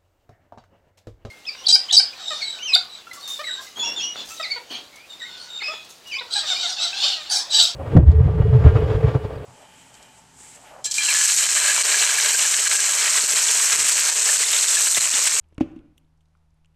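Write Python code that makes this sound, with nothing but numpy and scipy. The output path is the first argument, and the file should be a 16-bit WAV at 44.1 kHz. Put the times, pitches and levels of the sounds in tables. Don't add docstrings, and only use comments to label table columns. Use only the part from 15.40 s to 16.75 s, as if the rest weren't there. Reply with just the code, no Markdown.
import sys
import numpy as np
from scipy import signal
from scipy.fft import rfft, irfft, next_fast_len
from scipy.io import wavfile
from scipy.ndimage import map_coordinates

SR = 44100
rng = np.random.default_rng(int(sys.argv[2]) if len(sys.argv) > 2 else 0)


def magnitude_from_level(level_db):
    exponent = np.asarray(level_db, float) / 20
    return 10 ** exponent


def generate_wav(signal):
    frames = np.transpose(np.atleast_2d(signal))
    scaled = np.clip(frames, -1, 1) * 32767
    pcm = np.round(scaled).astype(np.int16)
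    wavfile.write(sys.argv[1], SR, pcm)


N = 59535


def unit(x):
    return x / np.sqrt(np.mean(x ** 2) + 1e-20)


def along(points, hz):
    f, v = np.transpose(points)
    return np.interp(np.log(hz + 1), np.log(f + 1), v)


def wobble(rate):
    knots = rng.standard_normal(int(N * rate / SR) + 4)
    return map_coordinates(knots, [np.arange(N) * rate / SR])


def filtered(x, response):
    m = next_fast_len(len(x) + 8192)
    return irfft(rfft(x, m) * response(np.fft.rfftfreq(m, 1 / SR)), m)[:len(x)]


def peak(f, hz, width):
    return 1j * f * width / (hz * hz - f * f + 1j * f * width)


def noise(spectrum, size):
    return unit(filtered(rng.standard_normal(size), lambda f: magnitude_from_level(along(spectrum, f))))


def add(track, s, x):
    part = track[round(s * SR):][:len(x)]
    part += x[:len(part)]


def background():
    # time in seconds, then the levels in dB of
    hum_levels = [
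        (0, -63.5, -73, -81),
        (.12, -60, -77, -75.5),
        (0.452, -68, -68.5, -93.5),
        (.7, -66.5, -68.5, -95.5),
        (1.35, -67, -67.5, -90.5),
    ]
    # frequency in Hz, density in dB per Hz.
    hiss_colour = [(150, -27), (190, -14), (330, -23), (424, -22.5), (911, -19.5), (1400, -26.5),
                   (5000, -35.5), (12500, -42.5), (13000, -72)]
    # frequency in Hz, density in dB per Hz.
    rumble_colour = [(10, -2), (28, -1.5), (55, -8.5), (110, -20), (180, -35.5), (250, -120)]
    hum_hz, drift_hz, hum_sway_db = 78.2, 0.4, 1
    hollow_hz, hollow_width_hz = 310, 140
    hiss_db, hiss_sway_db = -76, 0.6
    rumble_db, rumble_sway_db = -64, 3

    s, *columns = np.transpose(hum_levels)
    low, octave, hollow = [np.interp(np.arange(N) / SR, s, c) for c in columns]
    phase = 2 * np.pi * np.cumsum(hum_hz + drift_hz * wobble(7.2)) / SR
    hum = np.zeros(N)
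    for k, partial_db in enumerate([low, octave]):
        swaying = np.sqrt(2) * magnitude_from_level(partial_db + hum_sway_db * wobble(4))
        hum += swaying * np.sin((k + 1) * phase + k)
    murmur = filtered(rng.standard_normal(N), lambda f: peak(f, hollow_hz, hollow_width_hz) ** 2)
    air = magnitude_from_level(hollow) * unit(murmur)
    hiss = magnitude_from_level(hiss_db + hiss_sway_db * wobble(16)) * noise(hiss_colour, size=N)
    rumble = magnitude_from_level(rumble_db + rumble_sway_db * wobble(6.63)) * noise(rumble_colour, size=N)
    return hum + air + hiss + rumble


def ticks():
    # start in
    # seconds, peak level in dB, pitch in Hz, bandwidth in Hz, 60 dB decay time in seconds.
    tick_events = [(.0115, -67, 9000, 2860, 0.011), (.0413, -63, 2660, 800, 0.022),
                   (.0868, -65, 8230, 4200, 0.019), (.1037, -68.5, 2500, 920, 0.047),
                   (.1456, -55.5, 8040, 2780, .012), (.1495, -72, 8490, 1450, .02),
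                   (.15, -63, 2770, 850, 0.027), (.1505, -69, 5400, 870, .015),
                   (.5745, -61.5, 6940, 7100, 0.045), (.5791, -48.5, 2880, 920, 0.017),
                   (.5792, -48, 10580, 8500, 0.03), (.5793, -59.5, 5900, 900, 0.012),
                   (.646, -69, 3300, 1000, 0.013), (.7746, -68, 6400, 4020, 0.031),
                   (.8071, -64.5, 2890, 1036, .03), (.8073, -66.5, 7230, 5920, 0.073),
                   (.856, -64, 4400, 3480, 0.029), (.8854, -67.5, 6160, 7160, 0.013),
                   (.9515, -56.5, 1300, 341, 0.012), (.9722, -64, 6490, 7000, 0.017),
                   (1.1059, -66, 6000, 3735, 0.017), (1.1423, -67, 9220, 4120, 0.026),
                   (1.2466, -55, 2570, 550, 0.0058), (1.2565, -59, 2786, 640, 0.016),
                   (.39, -55, 2800, 1176, 0.02), (.391, -63.5, 9160, 2000, 0.0052),
                        (.363, -68.5, 9100, 1974, .02), (1.2468, -59.5, 5950, 5000, .012),
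                        (1.247, -66, 1640, 400, .012), (1.259, -56.5, 7430, 2970, 0.005),
                        (1.3445, -70.5, 2860, 900, 0.018), (1.3447, -74, 7730, 3000, 0.0088)]
    rise_s, top_hz = 0.00018, 11800

    out, t = np.zeros(N), np.arange(SR // 20) / SR
    for s, db, hz, width, t60 in tick_events:
        puff = rng.standard_normal(len(t)) * magnitude_from_level(-60 * t / t60) * (1 - np.exp(-t / rise_s))
        puff[2] += 5
        burst = filtered(puff, lambda f: peak(f, hz, width) ** 2 / (1 + (f / top_hz) ** 4))
        add(out, s, magnitude_from_level(db) * burst / np.abs(burst).max())
    return out


def bump(t, length):
    return np.sin(np.pi * np.clip(t / length, 0, 1)) ** 2


def modes(table, t):
    out = np.zeros(len(t))
    for k, (hz, db, t60) in enumerate(table):
        sign = -(-1) ** k
        out += sign * magnitude_from_level(db - 60 * t / t60) * np.sin(2 * np.pi * hz * t)
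    return out


def tyre():
    # start in seconds, level in dB, contact time in seconds, crack level in dB.
    blows = [
        (0.1222, -60, 0.0016, -74.5),
        (.2057, -8, .0008, -40),
        (0.2861, -55, 0.0029, -84.5),
        (0.3127, -36.5, 0.003, -68.5),
        (0.3588, -29, 0.0021, -63),
        (0.452, -44.5, .003, -78.5),
    ]
    # frequency in Hz, level in dB, 60 dB decay in seconds.
    air_modes = [(97, -15.5, 0.086), (185.2, -12.5, .06), (260, 0, .075), (317, 0, .08),
                 (413.4, -14.5, 0.022), (262, -31, .6), (311, -36, .5), (165, -28.5, .2), (479, -15.5, .03),
                 (430, -25.5, 0.08)]
    # frequency in Hz, level in dB, 60 dB decay time in seconds.
    tread_modes = [(770, -9.5, .022), (571, -22, .12), (996, -24, .03), (1324, -38, .1), (2304, -38, .06),
                   (2500, -40, .05), (3203, -46, .08), (4300, -40, .02)]
    # frequency in Hz, density in dB per Hz.
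    crack_colour = [(590, -16), (1000, -8.5), (1840, -13), (2500, -20), (3300, -34), (3700, -28.5),
                    (6050, -26), (15500, -57)]
    swell_s = 0.002
    tread_lag_s = 0.0015
    crack_gain_db, crack_t60 = 5, 0.04
    buzz_hz, buzz_width_hz, buzz_gain_db, buzz_t60, buzz_rise_s = 2600, 1400, 4.5, 0.074, 0.004

    out, t = np.zeros(N), np.arange(SR // 4) / SR
    for s, db, contact, crack_db in blows:
        force = bump(t[:400], contact)
        force = force / force.sum()
        air = modes(air_modes, t) * (1 - np.exp(-t / swell_s))
        add(out, s, magnitude_from_level(db) * np.convolve(air, force))
        add(out, s + tread_lag_s, magnitude_from_level(db) * np.convolve(modes(tread_modes, t), force))
        crack = noise(crack_colour, size=len(t))
        add(out, s + tread_lag_s, magnitude_from_level(crack_db + crack_gain_db - 60 * t / crack_t60) * crack)
        buzz = unit(filtered(rng.standard_normal(len(t)), lambda f: peak(f, buzz_hz, buzz_width_hz) ** 2))
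        buzz_level = magnitude_from_level(crack_db + buzz_gain_db - 60 * t / buzz_t60) * (1 - np.exp(-t / buzz_rise_s))
        add(out, s + tread_lag_s, buzz_level * buzz)
    return out


def box():
    # start in seconds, push level in dB, push length in seconds,
    # direction as a sign.
    pushes = [
        (0.1248, -48, 0.0017, -1),
        (.1816, -21, .0028, 1),
        (0.199, -39.5, 0.0014, 1),
        (.3885, -40, 0.0071, -1),
    ]
    # start in seconds, peak level in dB, 60 dB decay time in seconds.
    paper_snaps = [
        (.1245, -66, .01),
        (.1801, -31, .014),
        (.2013, -43, .03),
        (.2040, -45, .02),
    ]
    # frequency in Hz, density in dB per Hz.
    card_colour = [(300, -36), (700, -12), (1400, 1.5), (2000, 1), (2660, 2), (3600, -11.5), (8500, -18.5),
                   (14500, -43)]
    # frequency in Hz, level in dB, 60 dB decay time in seconds.
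    wall_modes = [(300.9, -9, 0.072), (624, -22, 0.036), (1070, -29, 0.061), (2600, -37.5, .04),
                  (2250, -39.5, .05), (2900, -40, .05)]
    recoil, wall_rise_s, snap_rise_s = 0.16, 0.001, 0.0004
    rock_s, rock_hz, rock_db, rock_t60, rock_rise_s = 0.205, 22.1, -34, 0.13, 0.02

    out, t = np.zeros(N), np.arange(SR // 2) / SR
    for s, db, length, way in pushes:
        push = bump(t, length) - recoil * bump(t - 0.8 * length, 2.7 * length)
        add(out, s, np.sign(way) * magnitude_from_level(db) * push)
        add(out, s + length, magnitude_from_level(db) * modes(wall_modes, t) * (1 - np.exp(-t / wall_rise_s)))
    for s, db, t60 in paper_snaps:
        snap = noise(card_colour, size=len(t)) * magnitude_from_level(-60 * t / t60) * (1 - np.exp(-t / snap_rise_s))
        add(out, s, magnitude_from_level(db) * snap / np.abs(snap).max())
    rocking = np.sin(2 * np.pi * rock_hz * t) * (1 - np.exp(-t / rock_rise_s))
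    add(out, rock_s, magnitude_from_level(rock_db - 60 * t / rock_t60) * rocking)
    return out


def room(x):
    # frequency in Hz, 60 dB decay time in seconds.
    decay_times = [(60, 0.94), (280, 0.71), (700, 0.64), (2500, .7), (6000, .45), (12000, 0.75)]
    # frequency in Hz, level in dB.
    tail_colour = [(60, 6.5), (280, -7.5), (480, 5), (750, -5), (1400, 8), (2500, 1), (6000, 2.5),
                   (12000, 2.5)]
    build_up_s = 0.0096

    hz, t, z = signal.stft(rng.standard_normal(SR), SR, nperseg=512)
    decay_db = along(tail_colour, hz)[:, None] - 60 * t / along(decay_times, hz)[:, None]
    tail = signal.istft(z * magnitude_from_level(decay_db), SR, nperseg=512)[1]
    tail = tail * (1 - np.exp(-np.arange(len(tail)) / SR / build_up_s))
    return signal.fftconvolve(x, tail / np.linalg.norm(tail))[:N]


def scene():
    room_db, tick_share = -12, 0.4
    hits = tyre() + box()
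    echo = magnitude_from_level(room_db) * room(hits + tick_share * ticks())
    return (hits + echo + ticks() + background())[None]


def roll_off(x):
    return signal.sosfilt(signal.butter(12, 15780, fs=SR, output="sos"), x)


def record(dry):
    top_hz = 15800
    mix = filtered(dry[0], lambda f: f < top_hz)[None]
    return roll_off(mix)


dry = scene()
out = record(dry)
generate_wav(out)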